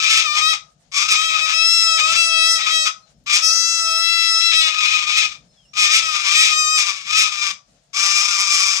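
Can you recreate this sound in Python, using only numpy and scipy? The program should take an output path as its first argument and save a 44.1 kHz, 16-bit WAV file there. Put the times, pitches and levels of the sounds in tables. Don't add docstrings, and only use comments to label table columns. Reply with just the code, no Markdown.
import sys
import numpy as np
from scipy import signal
from scipy.fft import rfft, irfft, next_fast_len
from scipy.io import wavfile
from scipy.ndimage import uniform_filter1d, minimum_filter1d, map_coordinates

SR = 44100
rng = np.random.default_rng(int(sys.argv[2]) if len(sys.argv) > 2 else 0)


def wav_record(signal):
    frames = np.transpose(np.atleast_2d(signal))
    bounded = np.clip(frames, -1, 1)
    quanta = np.round(bounded * 32767).astype(np.int16)
    wavfile.write(sys.argv[1], SR, quanta)


N = 388080

# time in seconds, level in dB.
RUMBLE_LEVEL = [(0.0, -56.5), (4.07, -59), (4.97, -70), (5.02, -58), (7.97, -55), (8.04, -79), (8.7, -98),
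                (8.8, -74.5)]
# frequency in Hz, relative density in dB per Hz.
RUMBLE_SPECTRUM = [(15, -48.5), (25, -3), (49, 17), (81, -4), (155, 7.5), (390, -15.5), (461, -10),
                   (700, -9.5), (910, -64.5), (1540, -120)]
# frequency in Hz, relative density in dB per Hz.
AIR_SPECTRUM = [(500, 4), (1000, -14), (2000, -2), (4000, -5.5), (6500, -10.5), (9000, -7.5),
                (12000, -28.5), (14500, -27.5)]
# start in seconds, length in seconds, first pitch in Hz, last pitch in Hz,
# left level in dB ahead of the flutter, left over right in dB.
FAR_WHISTLES = [(2.99, .11, 4355, 3955, -59, 23), (3.13, .09, 5440, 5183, -68, 27),
                (5.47, .19, 5320, 5270, -57, 13), (5.65, .09, 5136, 5830, -66.5, -7),
                (5.5, .05, 4260, 4100, -70, -7), (5.53, .16, 3660, 2717, -59.5, 5)]
# frequency in Hz, time to fall 60 dB in seconds.
YARD_DECAY = [(500, 0.52), (1300, 0.26), (2500, 0.18), (6000, 0.25), (12000, 0.12)]
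# frequency in Hz, gain in dB.
LEFT_PORT_GAIN = [(300, -32.5), (680, 8), (1300, 3.3), (2000, -6), (4000, 1), (6800, 7), (7600, -6),
                  (8500, -16), (11000, -25), (14500, -7)]
# frequency in Hz, gain in dB.
RIGHT_PORT_GAIN = [(300, -24), (700, 1), (1300, -3), (2500, -17.5), (4000, -10.5), (6000, -5), (7400, 0),
                   (9000, -5), (14500, -2)]
# time in seconds, left level in dB.
BEAK_TICKS = [(3.24, -51.5)]
# frequency in Hz, width in Hz, gain in dB.
THROAT_MODES = [(1268, 218, 3.5), (2427, 236, 8.5), (3457, 674, 1), (5143, 560, 2.5), (6153, 518, -3.5),
                (7517, 345, -2.5), (8940, 960, -7.5), (11450, 2400, -21)]
# frequency in Hz, width in Hz, gain in dB.
RASP_MODES = [(2276, 330, -5), (3610, 300, -10), (5450, 120, -8), (6660, 340, 3)]
# time in seconds, pitch in Hz, level in dB.
HELD_CALLS = [
    [(0, 641, -19), (.04, 647.8, -15.5), (.165, 653.6, -6.5), (.249, 643, -20), (.28, 593, -21),
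     (.334, 604.3, -20.5), (.43, 623.4, -15.5), (.509, 648.4, -12.5), (.539, 620.6, -18)],
    [(.957, 572, -16.5), (.978, 573, -10.5), (1.073, 650, -22), (1.117, 640.5, -8), (1.172, 624, -17.5),
     (1.252, 649.7, -16), (1.37, 631, -19), (1.55, 646.8, -16.5), (1.746, 668.6, -13.5),
     (1.941, 649.9, -15), (1.98, 642, -14.5), (2.02, 617.7, -17), (2.1, 658, -16), (2.19, 667.3, -12.5),
     (2.31, 656.2, -17), (2.424, 652, -10.5), (2.535, 661, -11.5), (2.6, 635.3, -20.5), (2.714, 646.3, -16),
     (2.76, 644, -12.5), (2.878, 640, -19)],
    [(3.302, 594.4, -14.5), (3.352, 599, -6.5), (3.417, 648.5, -24), (3.447, 644.5, -12),
     (3.542, 661, -15.5), (3.712, 666.9, -15.5), (3.906, 653.5, -16.5), (4.136, 670.3, -13.5),
     (4.365, 657.1, -16), (4.415, 664, -15.5), (4.465, 671.5, -12.5), (4.515, 660.5, -13.5),
     (4.53, 638.4, -12), (4.58, 653.9, -8), (4.654, 635.2, -13), (4.75, 628.7, -20), (4.959, 624.3, -13.5),
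     (5.063, 603.6, -21), (5.198, 646, -12), (5.253, 627.7, -19.5), (5.303, 608, -36),
     (5.333, 600.5, -31.5)],
    [(5.775, 627, -18), (5.817, 620.2, -6), (5.89, 603.3, -19), (5.966, 670, -1.5), (6.02, 650.7, -21.5),
     (6.066, 641, -19), (6.116, 618.5, -20), (6.266, 581.7, -18.5), (6.42, 643.4, -4), (6.55, 618.3, -17.5),
     (6.59, 625.2, -15.5), (6.67, 615, -17.5), (6.73, 629.3, -18), (6.8, 615.3, -11.5), (6.934, 574.7, -25),
     (7.04, 550, -32.5), (7.1, 615.7, -21), (7.189, 650.5, -6.5), (7.31, 613.5, -26), (7.498, 586.3, -18.5)],
    [(7.972, 583.3, -15.5), (8.02, 588, -15), (8.127, 597.6, -14), (8.35, 602, -17), (8.53, 591, -14),
     (8.8, 577, -18)],
]
# start in seconds, end in seconds, period in cycles, swing of timing in cycles.
PERIOD_SPLITS = [(0.319, 0.416, 3, 0.021), (1.28, 1.37, 3, 0.017), (2.047, 2.128, 2, 0.018),
                 (2.149, 2.263, 3, 0.0045), (2.61, 2.715, 3, 0.022), (4.52, 4.56, 2, 0.016),
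                 (4.61, 4.688, 2, 0.041), (5.872, 5.928, 2, 0.028), (6.05, 6.15, 2, 0.023),
                 (6.321, 6.43, 2, 0.0098)]
# start in seconds, end in seconds,
# share of rasp in dB ahead of cracks and unsteadiness.
CLEAR_STRETCHES = [(.255, .32, -20), (.32, .37, -10), (.42, .53, -25), (1.17, 1.29, -17), (1.29, 1.37, -12),
                   (1.41, 1.46, -11), (1.54, 1.58, -22), (2.01, 2.065, -24), (2.065, 2.125, -17),
                   (2.16, 2.275, -22), (2.555, 2.585, -22), (2.62, 2.7, -7), (2.7, 2.75, -20),
                   (3.42, 3.455, -22), (4.54, 4.6, -24), (4.6, 4.68, -20), (4.68, 4.77, -8),
                   (5.865, 5.92, -11), (6.03, 6.15, -14), (6.32, 6.47, -9), (6.54, 6.59, -19),
                   (6.7, 6.77, -22), (1.58, 1.97, -36), (2.275, 2.555, -40), (2.75, 2.85, -35),
                   (3.455, 4.515, -38), (6.59, 6.7, -35)]
# time in seconds, half width in seconds, rise of rasp in dB.
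VOICE_CRACKS = [(1.63, 0.024, 11), (1.825, 0.028, 23.5), (3.55, 0.027, 21), (3.8, 0.012, 15.5),
                (3.88, .02, 14.5), (4.24, 0.058, 21.5), (4.414, 0.013, 29)]
# time in seconds, share of the low tone in dB at the usual level,
# brightness (high over middle partials) in dB.
VOICE_BALANCE = [(0, -13, -5.5), (0.499, -11, -5), (.95, -11.5, 0), (1.3, -11.5, -7), (1.601, -10.5, -4.5),
                 (1.719, -9.5, 3.5), (2.031, -9.5, -6.5), (2.26, -11.5, 2.5), (2.42, -5, -5),
                 (2.531, -6, 8), (2.621, -10, -7), (2.76, -8.5, -2), (3.299, -12.5, -4.5),
                 (3.54, -12.5, 7.5), (3.9, -7.5, 4.5), (4.14, -12, -7), (4.36, -10, 1), (4.498, -12, -8),
                 (5.201, -15, -6.5), (5.801, -12.5, -3.5), (6.501, -12.5, -3.5), (6.619, -9.5, 2.5),
                 (7.04, -13.5, -4), (7.5, -12.5, -2), (7.95, -10.5, 2), (8.8, -12.5, 3.5)]

LEFT_LAG_S = 7 / SR
ATTACK_S, ATTACK_DB, SCOOP_HZ = .04, -17.5, -25.5
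RELEASE_S, RELEASE_DB = .09, -49
RASP_DB = -2.5
FLIP_S = 0.0099
UNSTEADY_DB = 4
USUAL_DB = -15
LOW_DROP = 0.55
BAND_TOP_HZ = 14490


def amp(db):
    return 10 ** (np.asarray(db) / 20)


def unit(x):
    return x / np.sqrt(np.mean(x ** 2) + 1e-20)


def along(points, hz):
    f, values = np.transpose(points)
    return np.interp(np.log(hz + 1), np.log(f + 1), values)


def over_time(points):
    times, *columns = np.transpose(points)
    return [np.interp(np.arange(N) / SR, times, column) for column in columns]


def wobble(rate, count=1):
    coarse = np.arange(0, N + 64, 64)
    knots = rng.standard_normal((count, int(N * rate / SR) + 4))
    curves = [map_coordinates(row, [coarse * rate / SR]) for row in knots]
    return np.array([np.interp(np.arange(N), coarse, curve) for curve in curves])


def filtered(x, response):
    size = next_fast_len(N + SR // 2)
    return irfft(rfft(x, size) * response(np.fft.rfftfreq(size, 1 / SR)), size)[..., :N]


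def step(x, edge, width):
    return .5 + .5 * np.tanh((x - edge) / width)


def resonance(f, centre_hz, width_hz, db):
    damping = 1j * f * width_hz
    return amp(db) * damping / (centre_hz ** 2 - f * f + damping)


def ports(f):
    colour = amp([along(LEFT_PORT_GAIN, f), along(RIGHT_PORT_GAIN, f)])
    return colour * np.exp([[-2j * np.pi * LEFT_LAG_S], [0]] * f)


def outdoors():
    common, difference = filtered(rng.standard_normal((2, N)), lambda f: amp(along(RUMBLE_SPECTRUM, f)))
    lumps = amp(4.5 * wobble(8)[0] + 2.5 * wobble(20)[0])
    rumble = unit(lumps * np.array([common + .3 * difference, common - .3 * difference]))
    rumble = rumble * amp([[2], [-2]])
    level_db, = over_time(RUMBLE_LEVEL)
    hiss = filtered(rng.standard_normal((2, N)),
                    lambda f: amp(along(AIR_SPECTRUM, f)) * ports(f) * step(f, 300, 68))
    hiss_level = amp(-62.5 + 3.6 * wobble(26, count=2))
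    return amp(level_db) * rumble + hiss_level * unit(hiss)


def far_whistles():
    out = np.zeros((2, N))
    for start_s, length_s, first_hz, last_hz, db, pan_db in FAR_WHISTLES:
        u = np.linspace(0, 1, int(length_s * SR))
        flutter = np.interp(u, np.linspace(0, 1, 12), rng.standard_normal(12))
        pitch_hz = first_hz + (last_hz - first_hz) * u + 45 * flutter
        tone = np.sin(2 * np.pi * np.cumsum(pitch_hz) / SR)
        swell = np.sqrt(np.sin(np.pi * u)) * amp(4.9 * flutter[::-1])
        out[:, round(start_s * SR):][:, :len(u)] += amp([[db], [db - pan_db]]) * swell * tone
    return out


def yard(x):
    hz, t, z = signal.stft(rng.standard_normal((2, SR // 2)), SR, nperseg=256)
    decay = amp(-60 * t / along(YARD_DECAY, hz)[:, None])
    tail = signal.istft(z * decay, SR, nperseg=256)[1]
    delayed = np.pad(x, ((0, 0), (150, 0)))
    return signal.fftconvolve(delayed, tail / np.linalg.norm(tail[0]), axes=1)[:, :N]


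def beak_tick():
    out = np.zeros((2, N))
    t = np.arange(400) / SR
    for start_s, db in BEAK_TICKS:
        click = amp(-60 * t / .005) * np.diff(rng.standard_normal(len(t) + 1))
        out[:, round(start_s * SR):][:, :len(t)] += amp([[db], [db - 29]]) * click
    return out


def throat(f):
    modes = sum((-1) ** k * resonance(f, *mode) for k, mode in enumerate(THROAT_MODES))
    return modes * step(f, 374, 90)


def split(cycles):
    t = np.arange(N) / SR
    shift = 0
    for start_s, end_s, period, swing in PERIOD_SPLITS:
        active = step(t, start_s, 0.016) - step(t, end_s, 0.016)
        shift = shift + swing * active * np.sin(2 * np.pi * cycles / round(period) + 1)
    return cycles + shift


def clear(cycles, odd_db, drift_db):
    total = 0
    for k in range(1, 23):
        level = amp(odd_db * (k % 2) + drift_db * wobble(4.046)[0])
        total = total + level * np.cos(2 * np.pi * k * cycles)
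    return total


def rasp(cycles, wander_hz, jitter_s, scatter_db, clump_db, memory):
    beats = 2 * (cycles + wander_hz * np.cumsum(wobble(160)[0]) / SR)
    whole = np.arange(int(beats[0]) + 1, int(beats[-1]))
    keep = np.clip(memory, 0, .95)
    uneven = signal.lfilter([np.sqrt(1 - keep ** 2)], [1, 0, 0, 0, 0, 0, -keep],
                            rng.standard_normal((len(whole), 2)), axis=0)
    at = np.interp(whole, beats, np.arange(N)) + jitter_s * SR * uneven[:, 0]
    at = np.clip(at, 8, N - 9)[:, None]
    taps = at.astype(int) + np.arange(-7, 9)
    shape = np.sinc(taps - at) * np.cos(np.pi * (taps - at) / 18) ** 2
    sizes = amp(scatter_db * uneven[:, 1:])
    pulses = np.bincount(taps.ravel(), (shape * sizes).ravel(), N)
    clumped = pulses * amp(clump_db * wobble(90)[0])
    return filtered(clumped, lambda f: 1 + sum(resonance(f, *mode) for mode in RASP_MODES))


def shaped(source, low_db, bright_db):
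    def band(window):
        return unit(filtered(source, lambda f: throat(f) * ports(f) * window(f)))
    low = band(lambda f: 1 - step(f, 2040, 320))
    middle = band(lambda f: step(f, 1740, 140) - step(f, 4400, 370))
    high = band(lambda f: step(f, 4420, 270))
    upper = (middle + amp(bright_db) * high) / np.hypot(1, amp(bright_db))
    return np.array([amp(low_db) * low, np.sqrt(1 - amp(low_db) ** 2) * upper])


def rasp_share_db():
    t = np.arange(N) / SR
    share_db = RASP_DB
    for start_s, end_s, db in CLEAR_STRETCHES:
        share_db = share_db + (db - RASP_DB) * (step(t, start_s, FLIP_S) - step(t, end_s, FLIP_S))
    for at_s, width_s, db in VOICE_CRACKS:
        share_db = share_db + db * np.exp(-((t - at_s) / width_s) ** 2)
    return share_db + UNSTEADY_DB * wobble(22)[0] * (1 - amp(np.minimum(share_db, 0)))


def cockatoo():
    t = np.arange(N) / SR
    calls = []
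    for held in HELD_CALLS:
        first_s, first_hz, first_db = held[0]
        last_s, last_hz, last_db = held[-1]
        attack = (first_s - ATTACK_S, first_hz + SCOOP_HZ, first_db + ATTACK_DB)
        release = (last_s + RELEASE_S, last_hz, last_db + RELEASE_DB)
        calls.append([attack, *held, release])
    pitch_hz, level_db = over_time(np.vstack(calls))
    sounding = sum((t >= call[0][0]) & (t <= call[-1][0]) for call in calls)
    cycles = np.cumsum(pitch_hz * (1 + 0.00088 * wobble(20)[0])) / SR

    low_db, bright_db = over_time(VOICE_BALANCE)
    low_db = np.minimum(low_db - LOW_DROP * np.maximum(level_db - USUAL_DB, -5), -1)
    tone = shaped(clear(split(cycles), odd_db=-4.0, drift_db=2.5), low_db, bright_db)
    chaos = rasp(cycles, wander_hz=12, jitter_s=8e-5, scatter_db=4.0, clump_db=2.0, memory=0.757)
    chaos = shaped(chaos, low_db, bright_db)

    share = amp(np.minimum(rasp_share_db(), 0) + [[[-1.5]], [[0]]])
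    tone_share = (1 - share) ** 2
    voice = (tone_share * tone + share * chaos) / np.hypot(share, tone_share)
    return voice.sum(axis=0) * amp(level_db) * uniform_filter1d(sounding * 1., 200)


def scene():
    small = far_whistles() + beak_tick()
    bird = cockatoo()
    return outdoors() + yard(amp(-8.5) * bird + amp(-6.5) * small) + small + bird


def record(dry):
    needed = np.minimum(1, .9 / (np.abs(dry) + 1e-9))
    gain = uniform_filter1d(minimum_filter1d(needed, size=221, axis=1), size=221, axis=1)
    held = dry * gain ** .68
    clipped = held / (1 + held ** 10) ** (1 / 10)
    return filtered(clipped, lambda hz: step(hz, 63, 37) * (hz < BAND_TOP_HZ))


dry = scene()
out = record(dry)
wav_record(out)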